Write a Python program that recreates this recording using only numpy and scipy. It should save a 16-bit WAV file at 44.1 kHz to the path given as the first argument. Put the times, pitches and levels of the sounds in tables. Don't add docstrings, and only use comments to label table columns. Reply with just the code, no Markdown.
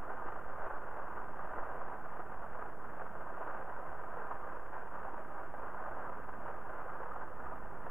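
import sys
import numpy as np
from scipy import signal
from scipy.fft import rfft, irfft, next_fast_len
from scipy.io import wavfile
from scipy.ndimage import map_coordinates

SR = 44100
rng = np.random.default_rng(int(sys.argv[2]) if len(sys.argv) > 2 else 0)


def wav_record(signal):
    frames = np.transpose(np.atleast_2d(signal))
    bounded = np.clip(frames, -1, 1)
    quanta = np.round(bounded * 32767).astype(np.int16)
    wavfile.write(sys.argv[1], SR, quanta)


N = 348390

# start_s, level_db
PATTER_LEVEL = [(0.0, -46.5), (0.34, -45.5), (0.52, -47.5), (0.7, -43.0), (0.81, -47), (1.23, -44),
                (1.31, -49), (1.57, -44), (2.17, -48.5), (2.65, -46.0), (2.73, -50.5), (3.01, -46.5),
                (3.11, -49.5), (3.45, -44), (3.94, -48.0), (4.19, -45), (4.66, -49), (4.75, -46),
                (5.53, -48), (5.84, -44.5), (6.38, -48), (6.48, -45), (6.61, -48.5), (6.91, -45.0),
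                (7.35, -49.5), (7.46, -45.5), (7.76, -50.5), (7.89, -48.0)]
# start_s, level_db, centre_hz
HEAVY_DROPS = [(0.219, -33, 1010), (0.279, -28.5, 807), (1.008, -32.5, 1220), (1.392, -29.5, 1090),
               (1.582, -29.5, 1410), (1.658, -33, 754), (1.809, -30, 961), (1.861, -36, 926),
               (2.192, -31, 762), (2.44, -34, 883), (2.618, -31, 815), (2.842, -36, 1140), (3.01, -31, 920),
               (3.151, -29, 940), (3.404, -34.5, 493), (3.608, -43.5, 912), (3.719, -37.5, 611),
               (4.036, -35, 1100), (4.307, -32, 1210), (4.521, -39, 536), (4.938, -32.5, 1180),
               (5.05, -31.5, 674), (5.388, -36.5, 915), (5.538, -27.5, 549), (5.631, -33.5, 554),
               (5.836, -34, 880), (5.857, -32.5, 1010), (6.049, -32, 1030), (6.287, -30.5, 993),
               (6.799, -36.5, 1010), (7.212, -39, 880), (7.393, -38, 762), (7.452, -32, 606),
               (7.863, -30.5, 1030)]
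# frequency_hz, level_db_per_hz
PANE_TRANSMISSION = [(180, -45.5), (300, -8.5), (485, -3.5), (753, -1.5), (865, -2), (1000, 1), (1090, -6),
                     (1220, -4.5), (1330, -7.5), (1540, -4), (2100, -29.5), (2730, -54.5), (4620, -120)]
# frequency_hz, width_hz, lift_db
PANE_MODES = [(466, 76, -0.5), (514, 190, 2.5), (645, 50, 2.5), (770, 85, 3), (894, 50, 3), (1026, 26, 3.5),
              (1090, 41, 3.5), (1214, 204, 6), (1389, 100, 4), (1590, 70, 1.5)]
# frequency_hz, level_db_per_hz
SPRAY_SPECTRUM = [(1060, -28.5), (1800, -6.5), (2170, -16), (2760, -19), (3050, -25), (3960, -47.5),
                  (6710, -120)]
# start_s, level_db
FLEX_LEVEL = [(0, -52), (.35, -45), (.9, -47), (1.15, -54), (1.6, -41.5), (1.9, -48), (2.3, -45),
              (2.7, -54), (3.2, -50), (4, -50), (4.3, -57), (5.5, -55), (6, -55), (7.9, -57)]
# frequency_hz, level_db_per_hz
FLEX_SPECTRUM = [(.7, -18), (3.4, -7), (7.4, 0), (8.7, -2), (11, -10), (14, -22), (25, -70), (60, -150)]
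# start_s, level_db
RUMBLE_LEVEL = [(0, -58), (1, -59), (1.7, -57), (2.5, -57.5), (3.5, -59), (4.5, -58), (5.3, -59),
                (6.2, -55.5), (6.8, -58), (7.5, -55.5), (7.9, -57)]
# frequency_hz, level_db_per_hz
RUMBLE_SPECTRUM = [(8, -23.5), (13, -3), (24, -1.5), (34, -9), (54, -12.5), (80, -10), (110, -24),
                   (300, -67), (1000, -130)]
# frequency_hz, level_db_per_hz
ROAR_SPECTRUM = [(30, -39.5), (70, -2), (105, -4.5), (140, 1), (200, 1), (300, -0.5), (420, -2.5),
                 (800, -52), (2000, -120)]
# frequency_hz, level_db_rms
HUM_TONES = [(120, -75), (6621, -105), (12710, -103)]
# frequency_hz, level_db_per_hz
HISS_SPECTRUM = [(1900, -40), (2100, -8), (3000, -7.5), (3500, -4.5), (3900, -9.5), (4200, -41),
                 (4600, -8.5), (5200, -6), (7000, -2.5), (10000, -1.5), (15000, -0.5)]
# frequency_hz, level_db_per_hz
OPPOSITE_SPECTRUM = [(1, -2.5), (18, 4.5), (34, -5.5), (57, -18), (90, -18.5), (130, -31.5), (380, -47.5),
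                     (550, -70), (2000, -58), (4000, -110)]
CHANNEL_OFFSET = [
    [.01363],
    [.01646],
]

FLURRY_DB, FLURRIES_PER_S = 0.65, 11
SPRAY_DB, SPRAY_FOLLOWS = -68, 0.66
MODE_DB, RING_S = -11, 0.032
SPLASH_DB, SPLASH_RISE_S, SPLASH_DECAY_S = -8.5, 0.004, 0.1
ROAR_DB, ROAR_FOLLOWS = -59, 0.6
TOP_HZ = 15000


def rain():
    patter_db, = curves(PATTER_LEVEL)
    steady_strength = amp(patter_db + FLURRY_DB * wobble(FLURRIES_PER_S))
    strength = np.hypot(steady_strength, splashes())
    taps = unit(patter(spread_db=1.2, t60=0.05, wash=1.07, count=1100))
    tones = small_drops(spread_db=1.23, cycles=7.8, count=2400)
    transmission = shape(PANE_TRANSMISSION)
    pane = unit(filtered(taps + amp(-16) * tones, lambda hz: transmission(hz) * pane_resonance(hz)))
    spray = unit(filtered(taps + 0.49 * rng.standard_normal(N), shape(SPRAY_SPECTRUM)))
    spray_strength = amp(SPRAY_DB) * unit(strength ** SPRAY_FOLLOWS)
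    return strength * pane + spray_strength * spray


def pane_resonance(hz):
    return amp(sum(lift_db / (1 + (2 * (hz - mode_hz) / width_hz) ** 2)
                   for mode_hz, width_hz, lift_db in PANE_MODES))


def patter(spread_db, t60, wash, count):
    when, size = rng.random((count, 2)).T
    hit_energy = amp(-spread_db * np.log(1 - size)) ** 2
    hits = np.bincount((when * N).astype(int), hit_energy, N)
    t = np.arange(SR // 8) / SR
    burst = amp(-120 * t / t60) * (1 - np.exp(-t / 0.0024))
    energy = np.abs(signal.fftconvolve(hits, burst)[:N])
    return np.sqrt(energy / energy.mean() + wash) * rng.standard_normal(N)


def small_drops(spread_db, cycles, count):
    when, size, spot = rng.random((count, 3)).T
    hz = 300 + 1900 * spot
    level_db = -spread_db * np.log(1 - size)
    return unit(rings(when * N / SR, level_db, hz, cycles / hz + 0.025, size=1024))


def splashes():
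    start_s, level_db, _ = np.transpose(HEAVY_DROPS)
    t = np.arange(SR // 4) / SR
    hits = np.bincount((start_s * SR).astype(int), amp(level_db + SPLASH_DB), N)
    burst = amp(-60 * t / SPLASH_DECAY_S) * (1 - np.exp(-t / SPLASH_RISE_S))
    return np.abs(signal.fftconvolve(hits, burst)[:N])


def big_drops():
    start_s, level_db, centre_hz = np.repeat(HEAVY_DROPS, len(PANE_MODES), axis=0).T
    hz = np.tile(np.transpose(PANE_MODES)[0], len(HEAVY_DROPS))
    level, late, detune = rng.standard_normal((len(start_s), 3)).T
    away_db = -14 * np.log2(hz / centre_hz) ** 2
    mode_db = level_db + MODE_DB + away_db + 2 * level
    mode_start_s = start_s + 0.000984 * abs(late)
    return rings(mode_start_s, mode_db, hz * (1 + 0.025 * detune), np.full(len(start_s), RING_S))


def wind():
    flex_db, = curves(FLEX_LEVEL)
    rumble_db, = curves(RUMBLE_LEVEL)
    rumble = amp(rumble_db + 0.8 * wobble(6)) * noise(RUMBLE_SPECTRUM)[0]
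    rumble_swing_db = rumble_db - rumble_db.mean()
    roar_db = ROAR_DB + ROAR_FOLLOWS * rumble_swing_db + 0.74 * wobble(1.7)
    flex = amp(flex_db) * noise(FLEX_SPECTRUM)[0]
    roar = amp(roar_db) * noise(ROAR_SPECTRUM)[0]
    return flex + rumble + roar


def hum():
    t = np.arange(N) / SR
    return sum(np.sqrt(2) * amp(db) * np.sin(2 * np.pi * hz * t + 0.21 * wobble(3)) for hz, db in HUM_TONES)


def rings(s, db, hz, t60, size=2048):
    t = np.arange(size) / SR
    decay = amp(db[:, None] - 60 * t / t60[:, None])
    soft_start = 1 - np.exp(-(t / 0.00065) ** 2)
    tones = decay * np.sin(2 * np.pi * hz[:, None] * t) * soft_start
    at = np.round(s * SR).astype(int)[:, None] + np.arange(size)
    return np.bincount(at.ravel(), tones.ravel(), N + size)[:N]


def noise(points, channels=1):
    return unit(filtered(rng.standard_normal((channels, N)), shape(points)))


def shape(points):
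    f, db = np.transpose(points)
    return lambda hz: amp(np.interp(np.log(hz + 0.13), np.log(f + 0.1), db))


def filtered(x, response):
    m = next_fast_len(N + SR)
    return irfft(rfft(x, m) * response(np.fft.rfftfreq(m, 1 / SR)), m)[..., :N]


def wobble(rate):
    knots = rng.standard_normal(int(N * rate / SR) + 4)
    return map_coordinates(knots, [np.arange(N) * rate / SR])


def curves(rows):
    s, *cols = np.transpose(rows)
    return [np.interp(np.arange(N) / SR, s, c) for c in cols]


def unit(x):
    return x / np.sqrt(np.mean(x ** 2) + 1e-20)


def amp(db):
    return 10 ** (np.asarray(db) / 20)


def scene():
    return np.tile(rain() + big_drops() + wind() + hum(), (2, 1))


def record(dry):
    common_hiss, opposite_hiss = amp([[-77.7], [-79.8]]) * noise(HISS_SPECTRUM, channels=2)
    low_noise = amp(-73.5) * noise(OPPOSITE_SPECTRUM)[0]
    low_tone = amp(-71.0) * np.sin(2 * np.pi * 47 * np.arange(N) / SR)
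    side = opposite_hiss + low_noise + low_tone
    return filtered(dry + common_hiss + [side, -side], lambda hz: hz < TOP_HZ) + CHANNEL_OFFSET


dry = scene()
out = record(dry)
wav_record(out)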